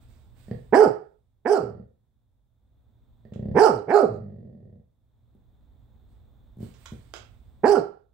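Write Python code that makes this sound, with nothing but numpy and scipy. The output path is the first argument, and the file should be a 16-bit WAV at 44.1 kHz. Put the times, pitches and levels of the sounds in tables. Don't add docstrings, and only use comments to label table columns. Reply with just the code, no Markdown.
import sys
import numpy as np
from scipy import signal
from scipy.fft import rfft, irfft, next_fast_len
from scipy.io import wavfile
from scipy.ndimage import uniform_filter1d, minimum_filter1d

SR = 44100
rng = np.random.default_rng(int(sys.argv[2]) if len(sys.argv) > 2 else 0)


def waveform_to_disk(signal):
    frames = np.transpose(np.atleast_2d(signal))
    scaled = np.clip(frames, -1, 1) * 32767
    samples = np.round(scaled).astype(np.int16)
    wavfile.write(sys.argv[1], SR, samples)


N = 358876

# start_s, top_s, end_s, rise_s, fall_s, top_hz, chest_db, throat_db, swell_db, burst_db,
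# hiss_db, ring_db, formant_factor, closing_per_s, attack_s, bite_db, roughness_factor
WOOFS = [(.724, .822, .93, .080, .037, 425.8, -18, -20.5, -0.5, 10.5, -43.5, 13.5, 1.022, .65, 0.0086, -30, 1.02),
         (1.45, 1.540, 1.72, .074, .043, 414, -23.5, -25, -2, 0.5, -47, 17, 1.018, .7, 0.011, -37.5, 1),
         (3.539, 3.648, 3.84, .065, .044, 441, -19, -23, 6.5, 9.5, -39, 14.5, 1.083, 1.06, .025, -32, 0.86),
         (3.871, 3.981, 4.2, .069, .051, 426.6, -22.5, -22.5, 3, 0.5, -50, 19, 0.95, 1.2, .01, -35.5, 0.98),
         (7.633, 7.727, 7.84, .075, .045, 417, -21.5, -22.5, -1.5, 9, -43, 12.5, 1.03, .68, .008, -35.5, .85)]
# frequency_hz, level_db
GROWL_TONE = [(30, -38.5), (60, -5), (115, 5), (210, 1), (320, -15), (500, -9), (650, -16.5), (830, -32.5),
              (1550, -44), (1820, -25.5), (2200, -44.5), (3900, -51), (4600, -44), (6000, -68)]


def gain_of(db):
    return 10 ** (np.asarray(db) / 20)


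def unit_rms(x):
    return x / np.sqrt(np.mean(x ** 2) + 1e-20)


def curve_at(points, hz):
    f, value = np.transpose(points)
    return np.interp(np.log(hz + 1), np.log(f + 1), value)


def add(mix, start_s, sound):
    part = mix[max(round(start_s * SR), 0):][:len(sound)]
    part += sound[:len(part)]


def wander(count, hz):
    f = np.fft.rfftfreq(SR, 1 / SR)
    return unit_rms(irfft(rfft(rng.standard_normal(SR)) * np.exp(-(f / hz) ** 2)))[:count]


def colour(x, tone, size=4096):
    log_gain = np.log(gain_of(curve_at(tone, abs(np.fft.fftfreq(size, 1 / SR)))))
    taps = np.fft.ifft(np.exp(np.conj(signal.hilbert(log_gain)))).real[:size // 2]
    return signal.oaconvolve(x, taps / np.linalg.norm(taps))[:len(x)]


def resonate(x, hz, width_hz):
    carrier = np.exp(2j * np.pi * np.cumsum(np.full(len(x), hz)) / SR)
    pole = np.exp(-np.pi * width_hz / SR)
    return 2 * (carrier * signal.lfilter([1 - pole], [1, -pole], x / carrier + 1e-18)).real


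def knocks(hits, tone, grit, grit_s):
    out, t = np.zeros(N), np.arange(SR // 10) / SR
    for start_s, db in hits:
        trail = grit * np.exp(-t / grit_s) * rng.standard_normal(len(t))
        add(out, start_s, gain_of(db) * ((t == 0) + trail))
    return colour(out, tone)


def room_tone(level_db=-52.5, hum_db=-9, hiss_db=-93, duck_db=-15, sink_s=.15, stay_s=.97, return_s=.5):
    # frequency_hz, level_db
    rumble_tone = [(12, -37), (20, -12.5), (54, 1.5), (118, -4.5), (151, -18), (242, -15), (337, -26),
                   (774, -30), (841, -31), (2930, -53.5), (3550, -36.5), (5090, -63), (8380, -53),
                   (10200, -75), (15000, -47)]
    shared, left, right = (colour(rng.standard_normal(N), rumble_tone) for _ in range(3))
    hum = sum(unit_rms(resonate(rng.standard_normal(N), hz, width_hz=3.3)) for hz in (60, 120))
    bed = unit_rms(shared + np.array([left, right]) + gain_of(hum_db) * hum)
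    since_woof = np.arange(N) / SR - np.array(WOOFS)[:, 1:2]
    duck = np.clip(np.minimum(since_woof / sink_s, np.exp((stay_s - since_woof) / return_s)), 0, 1)
    bed *= gain_of(level_db + duck_db * duck.max(0)) * gain_of([[-1.5], [1.5]])
    return bed + gain_of(hiss_db) * rng.standard_normal((2, N))


def brushing(attack_s=.054, fade_db=-25):
    # start_s, fade_s, level_db
    strokes = [(0, 0.055, -54.5), (0.06, 0.39, -68), (0.343, 0.68, -67), (6.071, 0.16, -74.5),
               (6.59, 0.21, -56), (6.76, 0.95, -66)]
    # frequency_hz, level_db
    fur_tone = [(1000, -1), (3500, -6), (4700, -6.5), (6200, -14.5), (8300, -3), (10500, -20.5),
                (15000, -8.5)]
    envelope, t = np.zeros(N), np.arange(SR) / SR
    for start_s, fade_s, db in strokes:
        add(envelope, start_s, np.minimum(t / attack_s, 1) * gain_of(db + fade_db * t / fade_s))
    return colour(rng.standard_normal(N), fur_tone) * envelope


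def grunts():
    # start_s, level_db
    pulses = [(.483, -14), (.513, -0.5), (.539, -16), (3.252, -17.5)]
    return knocks(pulses, GROWL_TONE, grit=.02, grit_s=.028)


def mouth_filter(x, tone, stretch, ring_hz=1, ring_db=0, size=512):
    framing = dict(nperseg=size, noverlap=size - size // 8)
    hz, frame_s, spectra = signal.stft(x, SR, **framing)
    stretch, ring_hz = (np.interp(frame_s * SR, np.arange(len(x)), curve * np.ones(len(x)))
                        for curve in (stretch, ring_hz))
    ring = ring_db * np.exp(-((hz[:, None] / ring_hz - 1) / .1) ** 2)
    formants = gain_of(curve_at(tone, hz[:, None] / stretch) + ring)
    voiced = signal.istft(spectra * formants, SR, **framing)[1][:len(x)]
    return voiced / np.sqrt(abs(uniform_filter1d(voiced ** 2, size=500)) + 1e-18)


def vocal_folds(hz, rough, wobble_depth=.055, jitter=.083, shimmer=.41, harmonics=30):
    # frequency_hz, level_db
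    chest_tone = [(60, -7), (120, 1.5), (220, -5), (310, -7), (430, 6), (560, -6.5), (750, -26),
                  (1100, -64)]
    n = len(hz)
    wobble = rough * wander(n, 55)
    cycles = np.cumsum(hz * (1 + wobble_depth * wobble + jitter * rough * wander(n, 170))) / SR
    k = np.arange(1, harmonics + 1)[:, None]
    partials = np.cos(2 * np.pi * k * cycles - k ** 2 / 2)
    chest = np.sqrt(2) * (gain_of(curve_at(chest_tone, k * hz)) * partials).sum(0)
    chest *= 1 + shimmer * rough * wander(n, 97)
    stagger = 1 + rough * (1.4 * np.cos(np.pi * cycles) + 2 * wander(n, 180))
    pulses = unit_rms(partials.sum(0) * np.sqrt(hz) * stagger)
    puffs = unit_rms((.12 + np.exp(-(cycles % 1) / .3)) * rng.standard_normal(n))
    buzz = (1 - rough) * pulses + 1.1 * rough * puffs
    return chest, buzz, puffs, wobble


def woof(start_s, top_s, end_s, rise_s, fall_s, top_hz, chest_db, throat_db, swell_db, burst_db,
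         hiss_db, ring_db, formant_factor, closing_per_s, attack_s, bite_db, roughness_factor,
         slack_hz=79.2, slack_chest_db=-31.5, slack_throat_db=-37, wobble_db=4, break_up_s=.03,
         gape_s=.0091, open_hz=1850, shut_hz=1270, burst_s=.025, bite_s=.015, bite_lead_s=.003,
         hiss_rise_s=.024, release_s=.038):
    # frequency_hz, level_db
    throat_tone = [(380, -33.5), (560, -9.5), (700, 13), (830, 12), (950, -1), (1110, -8), (1350, -10),
                   (1680, -18), (2000, -30), (2350, -31.5), (2700, -45.5), (3000, -40), (3500, -64.5)]
    # frequency_hz, level_db
    bite_tone = [(900, -38), (1400, -5), (1780, 7.5), (2100, -10.5), (2350, -0.5), (2750, -18.5),
                 (3600, -34.5), (7000, -59.5)]
    # frequency_hz, level_db
    hiss_tone = [(1500, -40.5), (2900, -4.5), (3600, -25.5), (4200, -7.5), (4800, 6.5), (5700, -2.5),
                 (6700, -20), (7700, -0.5), (8400, -14.5), (9200, -5), (11000, -34.5), (13500, -20.5),
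                 (16000, -22.5)]
    t = np.arange(start_s, end_s, 1 / SR)
    n, past_top = len(t), t - top_s
    pressure = 1 / (1 + np.where(past_top < 0, abs(past_top / rise_s) ** 4.4,
                                 abs(past_top / fall_s) ** 2.25))
    hz = slack_hz + (top_hz - slack_hz) * pressure
    slack = np.exp(-pressure / .25)
    rough = np.clip(roughness_factor * (.2 + .38 / (1 + np.exp(-past_top / break_up_s))), 0, 1)
    chest, buzz, puffs, wobble = vocal_folds(hz, rough)
    past_gape = past_top + rise_s
    closure = closing_per_s * np.clip(past_gape, -.015, .15)
    stretch = formant_factor * (1 + .1 * np.exp(-(past_gape / gape_s) ** 2)) * np.exp(-closure)
    ring_hz = shut_hz + (open_hz - shut_hz) * np.exp(-25 * closure)
    throat = mouth_filter(buzz, throat_tone, stretch, ring_hz, ring_db)
    bite = mouth_filter(buzz, bite_tone, stretch=.96)
    punch_db = burst_db * np.exp(-((t - start_s - attack_s) / burst_s) ** 2)
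    voice = gain_of(chest_db + slack_chest_db * slack + punch_db + wobble_db * wobble) * chest
    voice += gain_of(throat_db + slack_throat_db * slack + swell_db * pressure ** 2 + punch_db) * throat
    voice += gain_of(bite_db) * np.exp(-((past_gape + bite_lead_s) / bite_s) ** 2) * bite
    airflow = (hz / top_hz) ** 2.2 * np.minimum((t - start_s) / hiss_rise_s, 1) ** 3
    hiss = mouth_filter(puffs, hiss_tone, np.sqrt(stretch) * (1 + .055 * wander(n, 25)))
    hiss *= gain_of(hiss_db + 2.8 * wander(n, 60)) * airflow
    envelope = np.clip(np.minimum((t - start_s) / attack_s, (end_s - t) / release_s), 0, 1)
    return (voice + hiss) * envelope


def growls(unevenness=.18, flutter_hz=100, rasp=.063, snap=.26, release_s=.03):
    # start_s, end_s, first_db, last_db,
    # first_flap_hz, last_flap_hz, first_unsteady (0-1), last_unsteady (0-1)
    phrases = [(1.63, 1.845, -43, -44.5, 38, 41.77, .7, .75),
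               (3.322, 3.557, -38, -32, 25.32, 40.3, .06, 0.8),
               (4.088, 4.838, -42, -54.5, 52.2, 32.6, 0.79, .8)]
    out = np.zeros(N)
    soft = signal.windows.hann(SR // 700)
    for start_s, end_s, first_db, last_db, first_hz, last_hz, first_unsteady, last_unsteady in phrases:
        t = np.arange(start_s, end_s, 1 / SR)
        n = len(t)
        unsteady = first_unsteady + (last_unsteady - first_unsteady) * np.linspace(0, 1, n) ** 4
        pace = 1 + unevenness * unsteady * wander(n, 33)
        flaps, flutter = (np.diff(np.floor(np.cumsum(hz * pace) / SR), prepend=-1)
                          for hz in (np.linspace(first_hz, last_hz, n), flutter_hz))
        pulses = flaps * gain_of(2 * unsteady * wander(n, 40)) + .7 * unsteady * flutter
        drive = np.convolve(unit_rms(pulses), soft / soft.sum(), "same")
        drive += snap * unit_rms(flaps) + rasp * rng.standard_normal(n)
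        drive *= gain_of(np.linspace(first_db, last_db, n)) * np.minimum((end_s - t) / release_s, 1)
        add(out, start_s, colour(np.pad(drive, (0, SR // 20)), GROWL_TONE))
    return out


def lips_and_claws(grit_db=5.6):
    # start_s, level_db, decay_s
    clicks = [(3.336, -35, 0.011), (6.615, -76, .02), (6.739, -35, 0.011), (6.857, -19.5, 0.0065),
              (7.138, -15, 0.0031), (7.161, -22.5, 0.0096)]
    # frequency_hz, level_db
    click_tone = [(100, -20), (400, 6.5), (1100, 7.5), (2300, 3), (3300, 4.5), (4600, -0.5), (7500, -1.5),
                  (10000, -19), (16000, -21.5)]
    out, t = np.zeros(N), np.arange(SR // 5) / SR
    for start_s, db, decay_s in clicks:
        scrape = rng.standard_normal(len(t)) * np.exp(-t / decay_s)
        scrape *= gain_of(grit_db * wander(len(t), 380))
        add(out, start_s, gain_of(db) * scrape / np.linalg.norm(scrape))
    return colour(out, click_tone)


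def paws():
    # start_s, level_db
    landings = [(5.351, -26), (6.571, -18), (6.587, -14.5), (6.605, -10), (6.629, -5.5), (6.921, -10),
                (6.934, -11.5)]
    # frequency_hz, level_db
    thump_tone = [(30, -59), (70, -3), (125, 4), (230, -3), (320, -12.5), (520, -19), (900, -41),
                  (2500, -70), (9000, -54)]
    return knocks(landings, thump_tone, grit=.018, grit_s=.033)


def room(x, wet_db, standing_db=0, spacing_s=.0015, predelay_s=.0036, echoes=900):
    # frequency_hz, t60_s
    decay_times = [(80, .5), (200, 0.12), (420, 0.41), (800, .36), (2500, .4), (6000, 0.29), (15000, 0.2)]
    # pitch_hz, t60_s, level_db
    room_modes = [(81, .7, -9), (122, .4, -15), (404, .3, -4), (421, .3, -4), (778, .33, -11)]
    taps = np.zeros((2, SR // 2))
    arrivals = round(predelay_s * SR) + 20 * np.arange(echoes) + rng.integers(0, 20, (2, echoes))
    np.put_along_axis(taps, arrivals, rng.choice([-1., 1.], arrivals.shape), 1)
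    hz, t, spectra = signal.stft(taps, SR, nperseg=256)
    coherence = np.sinc(2 * hz * spacing_s)[:, None]
    spectra[0] = coherence * spectra[1] + np.sqrt(1 - coherence ** 2) * spectra[0]
    decay = gain_of(-60 * t / curve_at(decay_times, hz)[:, None])
    tail = signal.istft(spectra * decay, SR, nperseg=256)[1]
    wet = signal.fftconvolve(x[None], tail / np.linalg.norm(tail[1]), axes=1)[:, :N]
    standing = sum(gain_of(db) * resonate(x, f, np.log(1000) / np.pi / t60) for f, t60, db in room_modes)
    return x + gain_of(standing_db) * standing + gain_of(wet_db) * wet


def microphones(pair):
    # frequency_hz, left_minus_right_db
    shadow = [(60, 0.5), (200, 1.5), (380, -8), (700, -6), (1290, -16.5), (2400, -13), (4400, -13.5),
              (8100, -26), (10500, -6.5), (13000, 2), (16000, 4.5)]
    # frequency_hz, lag_radians
    lag = [(50, 0.011), (130, 0.11), (420, 0.19), (780, 0.74), (1640, 0.082), (2300, 1.5), (9000, 0.7)]
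    size = next_fast_len(N + SR // 10)
    hz = np.fft.rfftfreq(size, 1 / SR)
    left = gain_of(curve_at(shadow, hz)) * np.exp(-1j * curve_at(lag, hz))
    response = np.array([left, np.ones(len(hz))]) * 2 / abs(1 + left)
    return irfft(rfft(pair, size) * response, size)[:, :N]


def scene():
    woofs = np.zeros(N)
    for row in WOOFS:
        add(woofs, row[0], woof(*row))
    lows = growls() + grunts() + paws()
    dog = room(woofs, wet_db=-7, standing_db=4.5) + room(lows, wet_db=-2)
    dog += room(lips_and_claws() + brushing(), wet_db=.5)
    return microphones(dog) + room_tone()


def record(dry, ceiling=.8, cutoff_hz=15800):
    peak_gain = np.minimum(1, ceiling / (abs(dry).max(0) + 1e-9))
    limited = dry * uniform_filter1d(minimum_filter1d(peak_gain, size=500), size=400)
    taps = signal.firwin(511, cutoff_hz, window=("kaiser", 9), fs=SR)
    return signal.oaconvolve(limited, taps[None], "same")


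dry = scene()
out = record(dry)
waveform_to_disk(out)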